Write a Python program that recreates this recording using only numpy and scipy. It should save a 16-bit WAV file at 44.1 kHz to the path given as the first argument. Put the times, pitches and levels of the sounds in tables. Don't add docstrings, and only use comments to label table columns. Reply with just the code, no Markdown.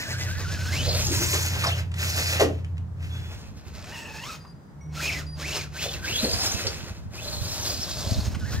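import sys
import numpy as np
from scipy import signal
from scipy.fft import rfft, irfft, next_fast_len
from scipy.io import wavfile
from scipy.ndimage import uniform_filter1d, map_coordinates

SR = 44100
rng = np.random.default_rng(int(sys.argv[2]) if len(sys.argv) > 2 else 0)


def gain_from_db(level_db):
    decades = np.asarray(level_db, float) / 20
    return 10 ** decades


def pcm_store(signal):
    levels = np.round(np.clip(np.atleast_2d(signal), -1, 1) * 32767)
    wavfile.write(sys.argv[1], SR, levels.astype(np.int16).T)


N = 379260
TIME = np.arange(N) / SR

# start_s, level_db
WIND = [(0, -40.5), (1, -29.5), (1.8, -42), (2.2, -42), (2.7, -43), (3.2, -39.5), (4.2, -45.5), (4.6, -50),
        (5.2, -39), (5.7, -40.5), (6.3, -36), (7, -40.5), (7.5, -37), (7.9, -38.5), (8.2, -29),
        (8.6, -31.5)]
# start_s, peak_db, left_minus_right_db
GUSTS = [(5.95, -35, -6), (6.113, -34, -12), (6.328, -35.5, -25), (6.537, -34.5, -30), (6.652, -32, -17),
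         (6.826, -35, -13), (6.903, -29.5, 2), (7.054, -31, 2), (7.323, -46, -5.5), (7.41, -26, -2),
         (7.585, -31, 0.0), (7.784, -30, -5), (8.062, -23.5, -5), (8.109, -16.5, 0.5), (8.177, -18.5, -7),
         (8.268, -19.5, -5), (8.358, -25.5, -10), (8.425, -24, -3), (8.536, -29, 18), (8.571, -22, -0.5)]
# frequency_hz, level_db per Hz
BUFFET = [(20, -35), (45, -9), (75, 0.5), (110, -3.5), (170, -13.5), (300, -22.5), (600, -42)]
# frequency_hz, level_db per Hz
AIR = [(60, -22.5), (150, 8.5), (300, -8), (520, -13), (1040, -16.5), (1900, -25), (2500, -35), (6000, -37),
       (16000, -47.5)]
# start_s, strongest_line_hz, level_db
PULL = [(0.05, 92.1, -33.5), (0.34, 88.6, -32), (1.8, 87.22, -28), (3.19, 86.2, -35), (3.4, 82.5, -49)]
# start_s, strongest_line_hz, level_db
CRUISE = [
    (4.7, 152.6, -54),
    (4.902, 152.6, -39.5),
    (6.0, 148.1, -46.5),
]
# multiple, level_db
PULL_ORDERS = [(1, 0), (9 / 8, -12.5), (11 / 8, -8.5), (14 / 8, -14), (1.9, -18), (7 / 8, -14.5),
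               (6 / 8, -23)]
CRUISE_ORDERS = [(1, 0), (1 / 2, 0)]
# start_s, level_db
EFFORT = [
    [(0, -37), (.3, -39), (.634, -41), (.858, -30.5), (1.272, -28.5), (1.357, -28), (1.522, -35.5),
     (1.621, -36), (1.796, -43)],
    [(1.995, -32), (2.415, -32)],
    [(3.028, -53), (3.118, -53.5), (3.35, -53.5), (3.487, -49)],
    [(3.572, -48.5)],
    [(3.681, -46.5)],
    [(3.75, -49.5), (3.966, -45), (4.136, -47), (4.305, -40.5), (4.36, -45.5)],
    [(4.965, -42), (5.083, -33.5), (5.193, -37.5)],
    [(5.42, -35.5), (5.572, -32), (5.64, -41)],
    [(5.767, -34.5), (5.847, -32), (5.956, -37.5)],
    [(6.051, -35.5), (6.141, -30), (6.505, -29.5), (6.675, -36), (6.78, -39.5), (6.929, -48.5),
     (7.054, -60.5)],
    [(7.154, -40.5), (7.278, -37.5), (7.603, -34.5), (7.668, -30.5), (7.75, -33.5), (8.141, -36),
     (8.321, -44.5)],
    [(8.4, -46.5), (8.476, -45), (8.6, -41)],
]
# start_s, tooth_rate_hz
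RAMP_RUN = [
    [(0, 1850), (.04, 2000), (.54, 1880), (.68, 1480), (.735, 2050), (.86, 4100), (1.022, 6100),
     (1.317, 7740), (1.5, 6160)],
    [(1.67, 5030), (1.71, 2550), (1.738, 3260)],
    [(1.952, 1200), (2.019, 3930), (2.053, 4930), (2.095, 5900), (2.147, 4930), (2.299, 4750)],
    [(3.72, 670), (3.849, 630), (3.931, 930), (4.141, 860), (4.23, 930), (4.3, 1320), (4.335, 1280)],
]
YARD_RUN = [
    [(4.971, 1350), (4.999, 1400), (5.031, 2680), (5.13, 2890), (5.18, 2150), (5.218, 1280)],
    [(5.432, 1770), (5.47, 2640), (5.54, 2950), (5.579, 2860), (5.659, 1360)],
    [(5.751, 1520), (5.769, 1610), (5.819, 3350), (5.86, 3900), (5.935, 3100), (5.968, 1880)],
    [(6, 1440), (6.05, 1560), (6.1, 2700), (6.204, 3830), (6.216, 4480), (6.3, 4620), (6.44, 5250),
     (6.53, 5900)],
    [(7.185, 2300), (7.222, 3450), (7.299, 4320), (7.391, 4150), (7.521, 4890), (7.6, 5700), (7.8, 5300),
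     (8.01, 5460), (8.2, 4500)],
    [(8.415, 1520), (8.439, 1500), (8.471, 1880), (8.6, 1960)],
]
BURST_WHINE = [-1.5, 6.5, -5.5, 0, 1.5, -4, -5, 0.5, -2.5, 0.5]
# start_s, share_of_speed_lost, recovery_s
SNAGS = [(.038, .27, .045), (.12, .29, .06), (.262, .24, .14), (.431, .28, .12), (.55, .17, .1),
         (.79, .1, .03), (.89, .15, .022), (.936, .24, .06), (1.06, .17, .04), (1.17, .16, .12),
         (1.335, .13, .1), (5.031, .15, .022), (5.079, .27, .024), (5.128, .25, .028), (5.485, .14, .02),
         (5.83, .12, .03), (7.52, .1, .03), (7.631, .29, .04), (7.69, .2, .03), (7.745, .15, .03),
         (7.83, .34, .08), (7.912, .2, .024), (7.962, .21, .02), (8.006, .39, .09), (8.135, .24, .04),
         (8.497, .3, .07)]
# multiple of tooth rate, level_db at a crawl, slope_db per octave away from it
WHINE_ORDERS = [(1 / 7, -22, 4), (2, -2, -18), (3, 0, -27)]
# frequency_hz, width_hz, gain_db
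CHASSIS = [(330, 60, 3), (600, 70, 5), (1530, 120, 3), (2570, 200, 6), (4150, 130, 5), (4790, 130, 4),
           (5340, 200, 7), (6580, 240, 7), (7260, 140, 4)]
# frequency_hz, level_db per Hz
GEARS = [(2200, -22.5), (3300, -4.5), (4500, -2.5), (6500, -5.5), (8000, -14.5), (9800, -16),
         (12000, -54.5)]
TYRES = [(7000, 1), (9000, -4), (9800, -4), (11700, -3.5), (14000, -5.5), (16500, -9)]
DRIVELINE = [(800, -83), (1300, 2), (2050, 7), (2900, 5), (4000, -0.5)]
SHELL = [(150, -11), (260, -2), (480, -1.5), (820, -3), (1200, -4.5), (1800, -9.5)]
# rest_db, db per 4000 Hz of tooth rate, db per db of push, on_ramp_db, behind_ramp_db
BALANCE_RULES = [
    (-10.5, 1.5, -0.03, 4.5, 1),
    (-3.5, -3.5, -0.07, 7.5, -4.5),
    (-5, -2.5, -0.28, 1.2, 2),
]
# start_s, peak_db, pitch_hz, t60_s, crack_db against peak
BUMPS = [(.86, -26, 568, 0.37, -28), (.945, -25.5, 610, 0.16, -23), (1.08, -25, 336, 0.33, -20.5),
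         (1.19, -21.5, 325, 0.2, -21), (1.33, -25.5, 427, 0.21, 6.5), (1.638, -17.5, 1140, 0.092, 0.5),
         (1.655, -26.5, 695, 0.25, 1.5), (2.32, -29, 530, 0.18, -6), (2.396, -13.5, 664, 0.16, -1),
         (2.408, -10, 448, 0.16, -10), (2.425, -18, 282, 0.29, -33), (2.485, -28.5, 630, 0.14, -15.5),
         (4.446, -37, 1120, 0.062, -16), (5.85, -25, 546, .15, -33), (6.228, -15, 245, 0.13, -33),
         (6.24, -19, 500, 0.19, -10.5), (6.646, -22.5, 473, 0.14, -4), (6.667, -19.5, 4900, .1, -19),
         (8.03, -36.5, 610, 0.99, -25), (8.346, -36, 1300, 0.067, 6)]
# start_s, peak_db
TICKS = [(1.9158, -33), (1.94, -26.5), (2.645, -36.5), (2.7691, -46), (2.779, -38), (3.026, -40.5),
         (3.044, -38), (3.8407, -33.5), (4.9282, -55), (4.9517, -40), (5.397, -38)]
# frequency_hz, level_db per Hz
TICK_COLOUR = [(900, 4), (2500, 12.5), (5500, -3.5), (9000, -1), (16000, -35)]
# frequency_hz, level_db
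HOLD_HIGH = [(4825, 0), (9090, -20), (10670, -21), (1830, -18)]
HOLD_LOW = [(5755, 0), (2202, 1), (8344, -18), (9738, -16)]
HOLD_BACK = [(3424, 0)]
HOLD_TOP = [(7930, 0), (5600, 0)]
# start_s, length_s, level_db, fall_db per s, partials
SERVO = [(3.105, 0.08, -54, 40, HOLD_BACK), (3.22, 0.14, -59, 64, HOLD_BACK),
         (3.814, .11, -77, 0, HOLD_TOP), (3.97, .1, -66, 0, HOLD_TOP), (4.262, 0.069, -63, 0, HOLD_TOP),
         (4.4, 0.044, -62, 75, HOLD_HIGH), (4.466, 0.062, -61, 98, HOLD_HIGH),
         (4.542, .2, -80, 44, HOLD_HIGH), (4.808, 0.061, -67, 32, HOLD_LOW),
         (4.875, .06, -72, 40, HOLD_LOW), (5.265, 0.098, -53, 24, HOLD_HIGH),
         (5.355, 0.043, -77, 50, HOLD_HIGH)]
# frequency_hz, t60_s
YARD_DECAY = [(200, .4), (2000, .25), (12000, .12)]
# start_s, left_port_lag in samples
BEARING = [(0, -6.5), (.3, -3.5), (.7, 0.23), (1.3, 7), (1.9, 7.5), (3.1, 7.5), (3.5, 4), (4.1, -0.6),
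           (5.1, 0.2), (5.7, 1.7), (6.4, 4.5), (7.5, 3.5), (8.1, 1.5), (8.6, -3)]


def unit(x):
    return x / np.sqrt(np.mean(x ** 2) + 1e-20)


def along(points, hz):
    f, v = np.transpose(points)
    return np.interp(np.log(hz + 1), np.log(f + 1), v)


def curves(rows):
    s, *cols = np.transpose(rows)
    return [np.interp(TIME, s, c) for c in cols]


def wobble(rate):
    knots = rng.standard_normal(int(N * rate / SR) + 4)
    return map_coordinates(knots, [TIME * rate])


def filtered(x, response):
    m = next_fast_len(N + SR // 2)
    return irfft(rfft(x, m) * response(np.fft.rfftfreq(m, 1 / SR)), m)[..., :N]


def coloured(x, spectrum):
    closed = [(0.73, -120)] + spectrum + [(SR / 2, -120)]
    return unit(filtered(x, lambda hz: gain_from_db(along(closed, hz))))


def gate(t0, t1, edge):
    return np.clip(np.minimum(TIME - t0, t1 - TIME) / edge, 0, 1)


def wind():
    shared, left, right = [coloured(rng.standard_normal(N), BUFFET) * gain_from_db(2.5 * wobble(14)) for _ in range(3)]
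    out = gain_from_db(curves(WIND)[0]) * unit(0.6 * shared + np.array([left, right]))
    for s, db, pan_db in GUSTS:
        chance = rng.random((3, 2, 1))
        cycles = (TIME - s - .012 - 0.0014 * chance[0]) * (70 + 40 * chance[1])
        turn = 2 * np.pi * cycles + 2.4 * (chance[2] - .5)
        swell = np.exp(-np.clip(1.7 * cycles ** 2, 0, 50))
        thump = (np.sin(turn) + 0.31 * np.sin(2.38 * turn)) * swell
        out += gain_from_db(db + 2 + pan_db * np.array([[.5], [-.5]])) * thump
    return out


def air():
    mid, side = [coloured(rng.standard_normal(N), AIR) for _ in range(2)]
    side = filtered(side, lambda hz: hz ** 2 / (hz ** 2 + 350 ** 2))
    return gain_from_db(-48 + 0.45 * wobble(2.2)) * np.array([mid + side, mid - side])


def engine(rows, orders):
    hz, db = curves(rows)
    turn = 2 * np.pi * np.cumsum(hz) / SR
    tone = 0
    for multiple, level in orders:
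        swell = gain_from_db(level + 1.8 * wobble(7.6))
        tone = tone + swell * np.sin(multiple * turn + 0.088 * wobble(5.8) + 6 * rng.random())
    return np.sqrt(2) * gate(rows[0][0], rows[-1][0], edge=0.084) * gain_from_db(db) * tone


def effort():
    rise, fall, coast_fall, coast_db = 478, 380, 90, -14.5
    power = 1e-10
    for push in EFFORT:
        early = np.clip(push[0][0] - TIME, 0, 1)
        late = np.clip(TIME - push[-1][0], 0, 1)
        tail = gain_from_db(-fall * late) + gain_from_db(coast_db - coast_fall * late)
        power = power + (gain_from_db(curves(push)[0] - rise * early) * tail) ** 2
    return 10 * np.log10(power)


def snags():
    sag_s = .026
    return sum(share * np.interp(TIME, [s, s + sag_s, s + sag_s + back], [0, 1, 0]) for s, share, back in SNAGS)


def throttle(bursts):
    let_go_db, let_go_s = -1.5, 0.067
    on = 0
    for burst, db in zip(bursts, BURST_WHINE):
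        start, end = burst[0][0], burst[-1][0]
        closing = np.clip(1 - (end - TIME) / let_go_s, 0, 1)
        on = on + gate(start - .01, end + 0.024, edge=0.0072) * gain_from_db(db + let_go_db * closing)
    return on


def motor(push_db):
    bursts = RAMP_RUN + YARD_RUN
    free_hz, = curves([row for burst in bursts for row in burst])
    lost = snags()
    hz = free_hz * (1 - lost)
    on = throttle(bursts)
    speed = hz / 4000
    gaining = np.tanh(uniform_filter1d(SR * np.gradient(np.log(free_hz)), size=900) / 6)
    db = push_db - speed + gaining - 11 * lost * speed
    wheels = uniform_filter1d(speed * (on > 0), size=4000)
    octaves = np.abs(np.log2(hz / 930))
    grip_db = np.clip(-.3 * SR * np.gradient(np.log(hz)), -2.5, 2.5) * speed ** 2
    crawl_jitter = .024 * wobble(70) + .014 * wobble(220)
    speed_jitter = .025 * wobble(55) + .022 * wobble(250)
    hz = hz * (1 + crawl_jitter + speed * speed_jitter)
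    tooth = 2 * np.pi * np.cumsum(hz) / SR
    shaft = tooth / 7
    eccentric = .6 * np.sqrt(speed) * np.sin(shaft) * gain_from_db(4 * wobble(40))
    tone = np.clip(hz / 1500, 0, 1) * np.sin(tooth + eccentric) * gain_from_db((3 + 1.5 * speed) * wobble(130))
    for k, order_db, slope_db in WHINE_ORDERS:
        level = gain_from_db(order_db + slope_db * octaves + 3.5 * wobble(130))
        tone += level * np.sin(k * tooth + .3 * k * wobble(400))
    tone += gain_from_db(-17 + 5 * wobble(60)) * speed * unit(wobble(900)) * np.sin(2 * tooth)
    speed_db = 4 - 4 * speed - 4 * np.clip(1.4 - hz / 1000, 0, 1)
    return np.sqrt(2) * on * gain_from_db(db + grip_db + speed_db) * tone, shaft, wheels


def running(push_db, shaft, wheels):
    on_ramp = gate(1.1, 3.4, edge=.1)
    behind_ramp = gate(7.1, 9.1, edge=.15)
    causes = [1, wheels, np.clip(push_db + 35, -35, 10), on_ramp, behind_ramp]
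    tyres_db, line_db, shell_db = [sum(db * cause for db, cause in zip(rule, causes)) for rule in BALANCE_RULES]
    jolted_db = push_db + 0.71 * wobble(9) + 2.2 * wobble(30)

    def grit(depth_db):
        return rng.standard_normal(N) * gain_from_db(depth_db * wobble(700))

    beat = 1 + .3 * np.cos(shaft)
    layers = [(GEARS, -2, beat * grit(2.45)),
              (TYRES, tyres_db, beat * grit(3.2)),
              (DRIVELINE, line_db, grit(3.1)),
              (SHELL, shell_db + 2 * wobble(23), grit(1.3))]
    near = sum(gain_from_db(jolted_db + db) * coloured(x, spectrum) for spectrum, db, x in layers)
    spray = gain_from_db(jolted_db + tyres_db - 3) * coloured(rng.standard_normal((2, N)), TYRES)
    return near, spray


def chassis(hz):
    return gain_from_db(sum(db / (1 + ((hz - c) / (w / 2)) ** 2) for c, w, db in CHASSIS))


def bumps():
    out = np.zeros(N + SR)
    t = np.arange(SR // 2) / SR
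    hz = np.fft.rfftfreq(len(t), 1 / SR)
    for s, db, pitch_hz, t60, crack_db in BUMPS:
        noise = rng.standard_normal((2, len(t)))
        resonance = 1 / (1 + ((hz - pitch_hz) / (.2 * pitch_hz)) ** 2)
        hollow = unit(irfft(rfft(noise[0]) * resonance, len(t)))
        crack = unit(irfft(rfft(noise[1]) * hz / (hz + 800) / (1 + (hz / 3500) ** 2), len(t)))
        shape = (1 - np.exp(-t * pitch_hz / 4)) * gain_from_db(db - 1.5 - 60 * t / t60)
        out[round(s * SR):][:len(t)] += shape * (hollow + gain_from_db(crack_db) * crack)
    return out[:N]


def ticks():
    t60 = 0.028
    shape = 0
    for s, db in TICKS:
        decay = gain_from_db(db - 1.0 - 60 * np.clip(TIME - s, 0, 1) / t60)
        shape = shape + decay * gate(s, s + .1, edge=0.002)
    return shape * coloured(rng.standard_normal(N), TICK_COLOUR)


def servo():
    out = np.zeros(N)
    for s, length, db, fall_db, partials in SERVO:
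        drift = np.cumsum(9 * wobble(120)) / SR
        tone = 0
        for hz, level in partials:
            tone = tone + gain_from_db(level + 2.8 * wobble(60)) * np.sin(2 * np.pi * hz * (TIME + drift / 5000))
        out += gate(s, s + length, edge=0.0022) * gain_from_db(db + 9.0 - fall_db * np.abs(TIME - s)) * tone
    return out


def yard(x):
    out, size = np.zeros((2, N + 2 * SR)), SR // 4
    for start in range(0, N, size):
        hz, _, z = signal.stft(rng.standard_normal((2, SR // 2)), SR, nperseg=256)
        t = _
        decay = gain_from_db(-60 * t / along(YARD_DECAY, hz)[:, None])
        tail = signal.istft(z * decay, SR, nperseg=256)[1]
        wet = signal.fftconvolve(x[None, start:start + size], tail / np.linalg.norm(tail[0]), axes=1)
        out[:, start + 300:start + 300 + wet.shape[1]] += wet
    return out[:, :N]


def ports(x):
    lag = curves(BEARING)[0] / 2
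    return np.array([map_coordinates(x, [np.arange(N) + side * lag], order=5) for side in (-1, 1)])


def scene():
    far = engine(PULL, PULL_ORDERS) + engine(CRUISE, CRUISE_ORDERS)
    push_db = effort()
    whine, shaft, wheels = motor(push_db)
    near, spray = running(push_db, shaft, wheels)
    body = filtered(near + whine, lambda hz: chassis(hz) * gain_from_db(-4.5))
    truck = body + bumps() + ticks() + servo()
    far_stereo = far * gain_from_db([[-.3], [.3]])
    return ports(truck) + spray + gain_from_db(-10) * yard(truck) + far_stereo + wind() + air()


def low_pass(x):
    return signal.sosfilt(signal.butter(12, 16130, fs=SR, output="sos"), x)


def record(dry):
    def notch_and_top(hz):
        return gain_from_db(-7 / (1 + ((hz - 9750) / 200) ** 2)) * (hz < 15750)

    mix = filtered(dry, notch_and_top)
    return low_pass(mix)


dry = scene()
out = record(dry)
pcm_store(out)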